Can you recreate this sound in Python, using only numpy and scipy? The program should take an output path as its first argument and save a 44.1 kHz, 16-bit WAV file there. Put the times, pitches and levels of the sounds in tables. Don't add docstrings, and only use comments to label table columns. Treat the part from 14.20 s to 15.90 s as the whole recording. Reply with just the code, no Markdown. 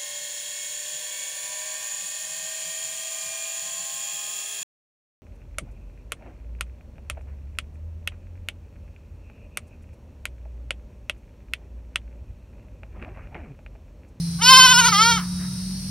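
import sys
import numpy as np
from scipy import signal
from scipy.fft import rfft, irfft
from scipy.io import wavfile
from scipy.ndimage import uniform_filter1d

SR = 44100
rng = np.random.default_rng(int(sys.argv[2]) if len(sys.argv) > 2 else 0)


def wav_out(sig):
    wavfile.write(sys.argv[1], SR, np.round(np.clip(np.atleast_2d(sig).T, -1, 1) * 32767).astype(np.int16))


N = 74970
T, HZ = np.arange(N) / SR, np.fft.rfftfreq(N, 1 / SR)
EDGE_HZ = 15900


def amp(db):
    return 10 ** (np.asarray(db) / 20)


def unit(x):
    return x / np.sqrt(np.mean(x ** 2) + 1e-20)


def curve(table, axis=1):
    rows = np.array(table)
    return np.interp(T, rows[:, 0], rows[:, axis])


def spectrum(table, hz, axis=1):
    rows = np.array(table)
    return np.interp(np.log(hz + 1), np.log(rows[:, 0] + 1), rows[:, axis])


def filtered_noise(source, colour):
    return irfft(rfft(source) * amp(spectrum(colour, HZ)), N)


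def noise(colour):
    return unit(filtered_noise(rng.standard_normal(N), colour))


def wander(rate_hz):
    return unit(irfft(rfft(rng.standard_normal(N)) / (1 + (HZ / rate_hz) ** 4), N))


def tone(hz):
    cycles = np.cumsum(hz * np.ones(N)) / SR + rng.random()
    return np.sqrt(2) * np.sin(2 * np.pi * cycles)


def lowpass(hz):
    return signal.butter(2, hz, fs=SR, output="sos")


# start_s, pitch_hz, level_db
ENGINE_NOTE = [(0, 167.5, -25.5), (.25, 170.7, -29), (.38, 174, -32.5), (.9, 178.3, -27),
               (1.7, 189.3, -34.5)]
# (rms pitch drift in Hz, and rms level change as a share)
ENGINE_HUM = [(50.3, -46.5, 1), (143, -41.5, 0.096)]
# freq_hz, relative_db_per_hz
RUMBLE_COLOUR = [(20, -57), (52, 0), (95, 4), (175, 2.5), (215, -6.5), (400, -23), (1500, -100)]
RUMBLE_DB = -37.5


def engine():
    note = amp(curve(ENGINE_NOTE, axis=2)) * tone(curve(ENGINE_NOTE))
    note *= 1 + 0.14 * wander(4.8)
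    hum = sum(amp(db) * tone(hz + sway * wander(15.0)) * (1 + sway * wander(3.5))
              for hz, db, sway in ENGINE_HUM)
    return note + hum + amp(RUMBLE_DB) * noise(RUMBLE_COLOUR)


# freq_hz, relative_db_per_hz
HISS_COLOUR = [(2600, -12), (3400, -11), (4100, -2.5), (5500, 4.5), (6500, -5), (7400, -19), (8700, 3),
               (12000, -10.5), (13500, -20), (15500, -16)]
# freq_hz, correlation (-1 to 1)
HISS_LIKENESS = [(3100, 0.69), (7000, -0.21)]
# loudest_s, pitch_hz, peak_level_db
THIN_TONES = [(.08, 4129, -46.5), (1.25, 3817, -51), (1.58, 4402, -47), (1.3, 8804, -49)]
HISS_DB, WHINE_S = -38, .26


def whines():
    return sum(amp(db) * np.exp(-((T - s) / WHINE_S) ** 2) * tone(hz + 3 * wander(25.0))
               for s, hz, db in THIN_TONES)


def hiss():
    same = np.clip(spectrum(HISS_LIKENESS, HZ), -1, 1)
    left, other = noise(HISS_COLOUR), noise(HISS_COLOUR)
    right = irfft(same * rfft(left) + np.sqrt(1 - same ** 2) * rfft(other), N)
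    return amp(HISS_DB) * np.array([left, right]) + np.array([whines(), whines()])


# freq_hz, relative_db_per_hz
RUSTLE_COLOUR = [(800, -11), (1800, 0.5), (3500, -31)]
RUSTLE_S, RUSTLE_LENGTH_S, RUSTLE_DB = 1.228, 0.045, -46.5


def rustle():
    swell = amp(RUSTLE_DB) * np.exp(-((T - RUSTLE_S) / RUSTLE_LENGTH_S) ** 2)
    sides = np.array([noise(RUSTLE_COLOUR), noise(RUSTLE_COLOUR)])
    return swell * (noise(RUSTLE_COLOUR) + .5 * sides)


FAR_DB, FAR_S, FAR_WIDTH_S, FAR_HZ = -36.5, 0.46, 0.063, 1102
WOODS_DB, WOODS_T60 = -35, 1.26


def far_echo(x):
    cluster = amp(FAR_DB) * unit(np.exp(-((T - FAR_S) / FAR_WIDTH_S) ** 2))
    decay = np.exp(-np.log(1000) * T / WOODS_T60)
    linger = amp(WOODS_DB) * unit(decay * np.minimum(T / FAR_S, 1))
    scatter = rng.standard_normal(N) + .5 * rng.standard_normal((2, N))
    paths = np.hypot(cluster, linger) * scatter / np.sqrt(N)
    dull = signal.sosfilt(lowpass(FAR_HZ), x)
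    return signal.fftconvolve(dull[None], paths, axes=1)[:, :N]


# freq_hz, left_lead_radians
PORT_LEAD = [(0, 0.5), (1400, 0.2), (2500, .5), (5400, 0.66), (6600, 3), (11000, 6), (15500, 13)]
# freq_hz, fall_by_60_db_s
BRUSH_DECAY = [(1200, 0.24), (12000, 0.2)]
BRUSH_DB, NEAR_DB, NEAR_S = -18, -7.5, 0.006
SMEAR_S, SMEAR_HZ = 0.0016, 5020


def outdoors(x):
    lead = np.exp(.5j * np.interp(HZ, *np.transpose(PORT_LEAD)))
    smear = np.exp(-1j * np.pi * SMEAR_S * HZ ** 2 / SMEAR_HZ)
    direct = irfft(rfft(x) * smear * np.array([lead, lead.conj()]), N)
    hz, t, grains = signal.stft(rng.standard_normal((2, N)), SR, nperseg=256)
    grains = grains * 1000 ** (-t / spectrum(BRUSH_DECAY, hz)[:, None])
    tail = signal.istft(grains, SR, nperseg=256)[1][:, :N]
    near = rng.standard_normal(N) * T / NEAR_S * np.exp(-T / NEAR_S)
    echoes = (amp(BRUSH_DB) * unit(tail) + amp(NEAR_DB) * unit(near)) / np.sqrt(N)
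    return direct + signal.fftconvolve(direct, echoes, axes=1)[:, :N]


GROUND_S, GROUND_SHARE, GROUND_HZ = 0.0021, 0.082, 4780


def ground(x):
    echo = GROUND_SHARE * np.exp(-2j * np.pi * HZ * GROUND_S) / (1 + (HZ / GROUND_HZ) ** 2)
    return irfft(rfft(x) * (1 - echo), N)


# freq_hz, relative_db_per_hz
AIR_COLOUR = [(600, -32.5), (900, -9), (1200, 4), (1600, -1.5), (4000, -21)]
FADE_S, AIR_DB, AIR_RISE_S = 0.044, -36.5, 0.018


def last_air():
    since = T - BLEAT_LINE[-1][0]
    return amp(AIR_DB) * np.exp(-np.maximum(since / FADE_S, -since / AIR_RISE_S)) * noise(AIR_COLOUR)


# freq_hz, mouth_narrow_db, half_open_db, wide_db
THROAT_COLOUR = [(523, -42, -41, -47.5), (740, -31.5, -23.5, -36.5), (1007.5, -17.5, -14.5, -22),
                 (1038, -28, -11, -7.5), (1305, -10, -20.5, -0.5), (1485, -19.5, -9.5, -23),
                 (1598, -30, -22, -42), (1873, -30, -29, -52), (2175, -20.5, -19.5, -37),
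                 (2445, -32, -25.5, -21.5), (2733, -34.5, -23.5, -32.5), (3060, -19.5, -11.5, -7.5),
                 (3340, -27.5, -42, -45), (3330, -29, -22, -25), (4360, -26.5, -24, -14),
                 (4930, -26, -33.5, -18.5), (5336, -23.5, -21.5, -10), (5920, -30, -27, -37.5),
                 (6610, -26, -19.5, -20.5), (7400, -56, -76, -59), (8005, -34.5, -28, -36),
                 (11070, -45.5, -43, -33.5), (14400, -55.5, -50, -51)]


def throat(x, axis):
    log_gain = np.log(amp(spectrum(THROAT_COLOUR, abs(np.fft.fftfreq(4096, 1 / SR)), axis=axis)))
    ring = np.fft.ifft(np.exp(np.conj(signal.hilbert(log_gain)))).real
    return signal.fftconvolve(x, ring[:len(ring) // 2])[:N]


# start_s, centre_pitch_hz, level_db (before VOICE_DB)
BLEAT_LINE = [(0.185, 353, -41.5), (0.204, 402.4, -40), (0.223, 452.7, -20.5), (0.26, 495.8, -15),
              (0.29, 513.2, -9.5), (0.314, 531.2, -10.5), (0.34, 510, -9), (0.36, 515.2, -9.5),
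              (0.378, 533.1, -10.5), (0.405, 507.5, -10), (0.452, 518.6, -11), (0.474, 491.4, -13.5),
              (0.52, 515.3, -12.5), (0.538, 473.2, -16), (0.57, 480, -16), (0.594, 515.5, -12),
              (0.615, 471.7, -18), (0.629, 465, -21.5), (0.648, 462.3, -15.5), (0.671, 509, -15.5),
              (0.688, 446.8, -16.5), (0.711, 459.5, -25.5), (0.731, 405, -17.5), (0.752, 397.5, -19),
              (0.778, 411.4, -19), (0.815, 445, -14), (0.85, 460.1, -16.5), (0.905, 477.2, -18),
              (0.925, 449.7, -17.5), (0.948, 460.8, -23.5), (0.975, 431.2, -26.5), (0.998, 327.5, -34)]
# start_s, mouth (0 narrow, 1 half open, 2 wide)
MOUTH_SHAPE = [(.2, 0.83), (.25, 1.494), (.29, 1.51), (.44, 1.337), (.6, 1.13), (.68, 0.16), (.73, 0.018),
               (.97, 0.11)]
# start_s, roughness (0 to 1)
ROUGHNESS = [(.22, .08), (.28, .04), (.5, .06), (.56, .18), (.715, .27), (.75, .13), (.87, .08), (.98, .12)]
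# freq_hz, gain_db
RASP_COLOUR = [(700, -18), (3000, -15), (6000, -3), (11000, 11)]
VOICE_DB, ATTACK_S, RELEASE_S = 1.5, .01, .008
JITTER, JITTER_HZ, SHIMMER = 0.022, 118, 0.19
FLUTTER, FLUTTER_HZ, FLUTTER_SPREAD = .04, 105, 0.1503
GRAIN_DB, GRAIN_HZ = 9, 35
PUFF = 0.71
DOUBLING, DOUBLING_S, DOUBLING_WIDTH_S = 0.021, 0.45, 0.12
SOFT_DB, DULL_HZ = -38, 1650


def fold_pulses(turn, hz, rough):
    grain_db = GRAIN_DB * np.sqrt(rough)
    folds = 0
    for k in range(1, 42):
        swell = amp(grain_db * min(k / 10, 1) * wander(GRAIN_HZ))
        folds = folds + np.cos(k * turn) * (k * hz < EDGE_HZ) * swell
    doubling = DOUBLING * np.exp(-((T - DOUBLING_S) / DOUBLING_WIDTH_S) ** 2)
    return unit(folds) * (1 + SHIMMER * rough * wander(JITTER_HZ) + doubling * np.cos(turn / 2))


def goat():
    rough, mouth = np.clip(curve(ROUGHNESS), 0, 1), np.clip(curve(MOUTH_SHAPE), 0, 2)
    level_db = curve(BLEAT_LINE, axis=2)

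    flutter = FLUTTER * tone(FLUTTER_HZ * (1 + FLUTTER_SPREAD * wander(20)))
    hz = curve(BLEAT_LINE) * (1 + rough * (JITTER * wander(JITTER_HZ) + flutter))
    turn = 2 * np.pi * np.cumsum(hz) / SR
    folds = fold_pulses(turn, hz, rough)
    air = filtered_noise(rng.standard_normal(N) * (1 + PUFF * np.cos(turn)), RASP_COLOUR)

    voice = sum(throat(folds + rough * air, axis=k + 1) * np.maximum(1 - abs(mouth - k), 0)
                for k in range(3))
    weak = 1 / (1 + amp(level_db - SOFT_DB) ** 2)
    dull = signal.sosfiltfilt(lowpass(DULL_HZ), voice)
    voice = ground((1 - weak) * voice + weak * dull)

    voice /= np.sqrt(abs(uniform_filter1d(voice ** 2, size=900)) + 1e-12)
    after = np.maximum(T - BLEAT_LINE[-1][0], 0)
    gate = np.clip((T - BLEAT_LINE[0][0]) / ATTACK_S, 0, 1) * np.exp(-after / RELEASE_S)
    return voice * gate * amp(level_db + VOICE_DB)


def scene():
    cry = goat() + last_air()
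    return engine() + hiss() + rustle() + far_echo(cry) + outdoors(cry)


def record(dry):
    band = signal.firwin(511, EDGE_HZ, window=("kaiser", 9), fs=SR)
    return signal.oaconvolve(np.clip(dry, -1, 1), band[None], "same")


dry = scene()
out = record(dry)
wav_out(out)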